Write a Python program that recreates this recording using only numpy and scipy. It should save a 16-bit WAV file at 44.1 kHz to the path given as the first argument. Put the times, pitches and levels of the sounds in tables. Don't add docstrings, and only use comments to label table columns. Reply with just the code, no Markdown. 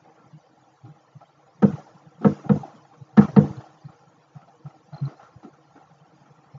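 import sys
import numpy as np
from scipy import signal
from scipy.fft import rfft, irfft, next_fast_len
from scipy.io import wavfile
from scipy.ndimage import uniform_filter1d

SR = 44100
rng = np.random.default_rng(int(sys.argv[2]) if len(sys.argv) > 2 else 0)


def dump_mix(stems):
    frames = np.atleast_2d(stems).T
    limited = np.clip(frames, -1, 1)
    pcm = np.round(limited * 32767).astype(np.int16)
    wavfile.write(sys.argv[1], SR, pcm)


N = 290167


def knocks():
    # t/s, level/dB, boom/dB, upper notes/dB, crack/dB, brightness/dB, room/dB, damping/dB
    blows = [(1.625, -6, 1.5, -1, -17, -14, -25, -9), (2.244, -5.5, 3, 3.5, -13.5, -21.5, -25, -11),
             (2.492, -4.5, 5, -3.5, -19, 5, -29, -10.5), (3.172, 3.5, -3, -8, -23, 9.5, -33, -26),
             (3.362, -3, 8, -0.5, -15, -0.5, -27.5, -3.5)]
    # f/Hz, level/dB, swell/s, drop after it/dB, time to fade 60 dB/s
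    notes = [(95.8, -27, 0.081, -2.5, 0.075), (147.2, -10, 0.032, -7, 0.34), (203.7, 1, 0.028, -14, 0.32),
             (249.5, -14.5, 0.018, -0.5, 0.22), (314.3, -17.5, 0.0088, -7, 0.61),
             (459.6, -10.5, 0.031, -17, 0.4), (532.5, -17, .01, -3, 0.13), (718, -22.5, 0.0081, 0.5, 0.13),
             (797, -17.5, 0.0031, -6.5, 0.13), (923.6, -20, 0.016, -10.5, 0.14),
             (1072, -33.5, .006, 3.5, 0.16), (1293, -18, 0.0065, -9.5, 0.11),
             (1671, -29, 0.0081, -16.5, 0.027), (2042, -37.5, 0.011, -6.5, 0.15),
             (2454, -45, 0.013, -16, 0.065), (3020, -35.5, 0.0031, -12.5, 0.089)]
    # f/Hz, level/dB
    crack_colour = [(290, -20), (500, 6), (632, -28.5), (874, -20.5), (1020, -15.5), (1690, -12.5),
                    (2140, -27.5), (4470, -31.5), (7230, -57), (9400, -85.5), (15900, -120)]
    # f/Hz, time to fade 60 dB/s
    crack_decay = [(600, 0.25), (1500, 0.12), (3000, 0.093), (6000, 0.019)]
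    out, t = np.zeros(N), np.arange(SR) / SR
    for start, db, boom_db, upper_db, crack_db, bright_db, room_db, damping_db in blows:
        ring = np.zeros(len(t))
        for k, (hz, level_db, swell, drop_db, fade_s) in enumerate(notes):
            grow = (1 - np.exp(-(t / (0.28 * swell)) ** 2)) * amp(8 * np.minimum(t / swell - 1, 0))
            fade = amp(drop_db * step(t, swell, 0.00069) - 60 * np.maximum(t - swell, 0) / fade_s)
            spot_db = boom_db if hz < 170 else upper_db * (hz > 230) + rng.normal(0, 2)
            waver = drift(t, 0.006 + 0.02 * hz / 1000)
            tone = np.sin(2 * np.pi * hz * t + waver)
            ring += (-1) ** k * amp(level_db + spot_db) * grow * fade * tone
        crack = dying_noise(crack_colour, crack_decay, 5.2, t) * (1 - np.exp(-(t / 0.0027) ** 2))
        crack = filtered(crack, lambda f: amp(bright_db / (1 + (3800 / (f + 1)) ** 4)))
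        hand_damping = amp(damping_db * step(t, at=0.09, width=0.0015))
        direct = hand_damping * (ring + amp(crack_db) * crack)
        add(out, start, amp(db) * (direct + amp(room_db) * room_answer(t)))
    return out


def room_answer(t):
    # f/Hz, level/dB
    colour = [(150, -38), (250, -2), (320, -2), (440, -4.5), (620, -8.5), (1320, -17), (1600, -23),
              (2800, -29), (4300, -37), (5900, -33), (6900, -35.5), (7700, -37), (9000, -120)]
    # f/Hz, time to fade 60 dB/s
    decay = [(300, 0.39), (1000, 0.83), (2500, 0.52), (4200, 0.69), (6000, 0.7)]
    return dying_noise(colour, decay, 7, t) * (1 - np.exp(-t / 0.055))


def taps():
    # t/s, level/dB, f/Hz, length/s
    touches = [(0.328, -33, 150.4, 0.062), (0.835, -30.5, 124, 0.05), (0.884, -33.5, 154, 0.05),
               (1.152, -30, 143, 0.033), (1.589, -39.5, 154, 0.068), (1.714, -24, 174, 0.031),
               (1.732, -15.5, 140, 0.028), (1.79, -34.5, 155, 0.021), (1.947, -37.5, 161, 0.028),
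               (2.061, -33.5, 150, 0.029), (2.179, -37.5, 167, 0.074), (2.21, -27, 224, 0.048),
               (2.46, -18.5, 143, 0.02), (2.6, -26, 141, 0.033), (2.743, -37, 230, 0.023),
               (3.01, -26.5, 131, 0.03), (3.129, -39, 142, 0.069), (3.282, -23, 151, 0.036),
               (3.328, -27.5, 129.6, 0.058), (3.504, -13.5, 138, 0.02), (3.571, -21.5, 131, 0.034),
               (3.846, -25, 142, 0.035), (3.893, -30, 135, 0.019), (4.067, -41, 149, 0.031),
               (4.355, -28, 143, 0.03), (4.649, -24, 144, 0.041), (4.926, -25, 144, 0.042),
               (5.015, -12.5, 141.4, 0.075), (5.359, -26.5, 123, 0.021), (5.444, -31.5, 210, 0.025),
               (6.303, -39, 143, 0.031), (6.54, -29, 138, 0.045)]
    brushes = [(start, db, 154, length) for start, db, length in scatter(8, db=-48, length_s=0.04)]
    out, t = np.zeros(N), np.arange(SR // 5) / SR
    for start, db, hz, length in touches + brushes:
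        press = step(t, 0.014, 0.0055) * amp(-60 * t / 0.4) * (1 - 0.93 * step(t, length, 0.003))
        release = amp(-60 * np.maximum(t - length, 0) / 0.14)
        waver = drift(t, 0.013) + rng.uniform(0, 2 * np.pi)
        add(out, start - 0.01, amp(db) * press * release * np.sin(2 * np.pi * hz * t + waver))
    return out


def scuffs_and_rustles():
    # t/s, level/dB, brightness/dB, middle resonance/dB, length/s
    bursts = [(0.844, -45, -5, -10, 0.051), (1.206, -47, 1.5, 3, 0.042), (1.621, -20, -3.5, -14, 0.022),
              (1.757, -39.5, 3, 0, 0.021), (1.777, -46.5, -1, 11, 0.03), (1.866, -53.5, 1.5, 8.5, 0.02),
              (2.21, -34, -7.5, -7.5, 0.079), (2.245, -29.5, -1, -8.5, 0.046), (2.437, -39.5, -7, 2, 0.055),
              (2.552, -31, -14, 1, 0.026), (2.631, -40, -8, 8, 0.034), (2.675, -46, -9, 6, 0.023),
              (2.849, -51.5, 4.5, 7, 0.014), (2.935, -46.5, 6, -5, 0.028), (3.168, -21.5, -0.5, -8, 0.043),
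              (3.209, -23, 1, -4, 0.053), (3.28, -36.5, -4.5, 2, 0.028), (3.436, -32, -12, 0, 0.04),
              (3.602, -37.5, -2.5, 0.5, 0.021), (3.637, -48.5, 3, 5, 0.025), (3.662, -45.5, -0.5, 5, 0.018),
              (3.881, -47, -2, 0.5, 0.037), (3.918, -47, -1.5, -4, 0.054), (4.351, -48, 3.5, -2.5, 0.071),
              (4.413, -49, 1, -8.5, 0.03), (4.477, -56.5, 4, 11, 0.035), (4.653, -44.5, -2.5, -1.5, 0.057),
              (4.7, -50.5, 2, -1, 0.029), (4.737, -56.5, 1.5, 10.5, 0.039), (4.922, -45.5, 4, 5, 0.059),
              (4.96, -42.5, -3.5, 0.5, 0.06), (5.017, -40.5, -2, -10.5, 0.067),
              (5.066, -38.5, -3.5, -3.5, 0.085), (5.193, -46.5, 13, 1.5, 0.041), (5.225, -45, 9, -9, 0.069),
              (5.429, -38.5, -4.5, -2, 0.023), (5.442, -42.5, -10, -3.5, 0.058),
              (5.53, -52.5, 3, -2.5, 0.043), (5.754, -42.5, -3, -0.5, 0.048),
              (5.813, -51.5, -0.5, 1, 0.043), (5.896, -54.5, 2.5, 1, 0.045), (6.255, -50, 2, -2, 0.039)]
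    # f/Hz, level/dB
    treble = [(1200, -29), (1800, 0), (3000, -6.5), (4500, -12), (6000, -11.5), (7300, -16.5), (9000, -120)]
    # level/dB, share of the brightness
    parts = [(-2.5, 0.1), (-10.5, -1.3), (-8.5, 0.7), (-20.5, 0.4)]
    middle = resonances([(680, 124, -1.5), (810.7, 79, 2)])
    low = resonances([(300, 57, 3), (480, 200, -14)])
    upper = resonances([(1020, 120, -4.5), (1327, 140, 2.5)])
    noises = [noise(colour, patchy_db=3.5) for colour in (middle, low, upper, tone_curve(treble))]
    fidgets = [(start, db, 0, 0, length) for start, db, length in scatter(3, db=-59, length_s=0.045)]
    levels, t = np.zeros((4, N)), np.arange(SR // 4) / SR
    for start, db, bright_db, ring_db, length in bursts + fidgets:
        rise = 1 - np.exp(-t / (0.1 * length))
        fade = amp(-11 * t / length) * (1 - step(t, length, 0.0078))
        for level, (part_db, share), extra_db in zip(levels, parts, (ring_db, 0, 0, 0)):
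            add(level, start, amp(db + part_db + extra_db + share * bright_db) * rise * fade)
    return np.sum(levels * noises, axis=0)


def ticks():
    # t/s, level/dB
    hits = [(3.569, -49), (3.8534, -56), (4.9337, -52.5), (4.946, -44), (4.9812, -44), (5.004, -49.5),
            (5.055, -41.5)]
    # f/Hz, level/dB, time to fade 60 dB/s
    notes = [(4140, -1, 0.039), (4420, -3, 0.01)]
    out, t = np.zeros(N), np.arange(SR // 10) / SR
    rise = 1 - np.exp(-(t / 0.0016) ** 2)
    for start, db in hits:
        for hz, level_db, fade_s in notes:
            tone = np.sin(2 * np.pi * hz * t + drift(t, 0.1))
            add(out, start - 0.002, amp(db + level_db - 60 * t / fade_s) * rise * tone)
    return out


def room_hum(opened):
    # t/s, level/dB
    loudness = [(0.0, -53), (0.49, -59.5), (1.6, -57), (2.901, -57.5), (4.03, -58), (5.55, -58),
                (6.58, -55)]
    # f/Hz, width/Hz, level/dB
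    hum_notes = [(143, 30, 2.5), (316.6, 13, 0.5), (476, 32, -4), (796, 58, -3.5), (1087, 88, -11),
                 (1354, 46, -8.5)]
    # f/Hz, level/dB
    bed_colour = [(24, -81), (40, -43), (146, 1.5), (211, -29), (303, -14), (393, -15.5), (475, -15),
                  (784, -10.5), (2500, -28.5), (3250, -46), (5500, -120)]
    # f/Hz, level/dB
    hiss_colour = [(1060, -35), (1800, 2), (1990, -13.5), (3060, -3), (3300, -6.5), (3530, -6), (5830, -6),
                   (7230, -6), (9400, -44), (15900, -120)]
    # f/Hz, width/Hz, level before squaring/dB
    whine_notes = [(3250, 30, 0), (5830, 44, 3)]
    drone = amp(-1.5) * noise(resonances(hum_notes), patchy_db=9.5, ceiling=1.6)
    bed = amp(-3.5) * noise(tone_curve(bed_colour), patchy_db=7)
    hiss = noise(tone_curve(hiss_colour), patchy_db=5.6, ceiling=4.8)
    whine = amp(-18) * noise(lambda f: resonances(whine_notes)(f) ** 2, patchy_db=6, ceiling=1.6)
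    hum_db = np.interp(np.arange(N) / SR, *np.transpose(loudness)) + 8.5 * opened
    hiss_db = -73 + 12 * opened
    return amp(hum_db) * (drone + bed) + amp(hiss_db) * (hiss + whine)


def suppressor(sound):
    level_db = 10 * np.log10(lag(sound ** 2, seconds=0.031) + 1e-12)
    half_open_db, softness_db = -27.5, 12
    return lag(step(level_db, half_open_db, softness_db), seconds=0.16)


def amp(db):
    return 10 ** (np.asarray(db) / 20)


def unit(x):
    return x / np.sqrt(np.mean(x ** 2) + 1e-20)


def step(x, at, width):
    return 0.5 + 0.5 * np.tanh((x - at) / width)


def lag(x, seconds):
    hold = np.exp(-1 / (seconds * SR))
    return signal.lfilter([1 - hold], [1, -hold], x)


def add(track, start, sound):
    part = track[max(round(start * SR), 0):][:len(sound)]
    part += sound[:len(part)]


def along(points, hz):
    f, values = np.transpose(points)
    return np.interp(np.log(hz + 1), np.log(f + 1), values)


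def tone_curve(points):
    return lambda f: amp(along(points, f))


def resonances(rows):
    def response(f):
        ringing = sum((-1) ** k * amp(db) * 1j * f * width / (hz * hz - f * f + 1j * f * width)
                      for k, (hz, width, db) in enumerate(rows))
        return ringing / (1 + (f / (1.5 * rows[-1][0])) ** 5)
    return response


def filtered(x, response):
    size = next_fast_len(len(x) + 8192)
    return irfft(rfft(x, size) * response(np.fft.rfftfreq(size, 1 / SR)), size)[:len(x)]


def noise(response, patchy_db, size=N, ceiling=0.95):
    spectrum = signal.stft(rng.standard_normal(size + 1024), nperseg=512)[2]
    patches = uniform_filter1d(rng.standard_normal(spectrum.shape), size=2, axis=0)
    patches = unit(uniform_filter1d(patches, size=4, axis=1))
    gain = amp(patchy_db * np.minimum(patches, ceiling))
    patchy = signal.istft(spectrum * gain, nperseg=512)[1][:size]
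    return unit(filtered(patchy, response))


def dying_noise(colour, decay, patchy_db, t):
    burst = noise(tone_curve(colour), patchy_db, size=len(t), ceiling=1.4)
    hz, times, spectrum = signal.stft(burst, SR, nperseg=256)
    fade = amp(-60 * times / along(decay, hz)[:, None])
    return signal.istft(spectrum * fade, SR, nperseg=256)[1][:len(t)]


def drift(t, step_rad):
    walk = step_rad * np.cumsum(rng.standard_normal(len(t)))
    return uniform_filter1d(uniform_filter1d(walk, size=90), size=90)


def scatter(count, db, length_s):
    starts = rng.uniform(size=count) * N / SR
    return [(start, db + 3.4 * louder, length_s * (1 + 0.21 * longer))
            for start, (louder, longer) in zip(starts, rng.standard_normal((count, 2)))]


def scene():
    hands = knocks() + taps() + scuffs_and_rustles() + ticks()
    return (hands + room_hum(suppressor(hands)))[None]


def record(dry):
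    bass_hz, treble_hz, top_hz = 90, 7200, 7600
    thinned = filtered(dry[0], lambda f: (1j * f / (bass_hz + 1j * f)) ** 2)
    rounded = thinned / (1 + np.abs(thinned / 0.97) ** 6) ** (1 / 6)
    return filtered(rounded, lambda f: (f < top_hz) / (1 + (f / treble_hz) ** 30))[None]


dry = scene()
out = record(dry)
dump_mix(out)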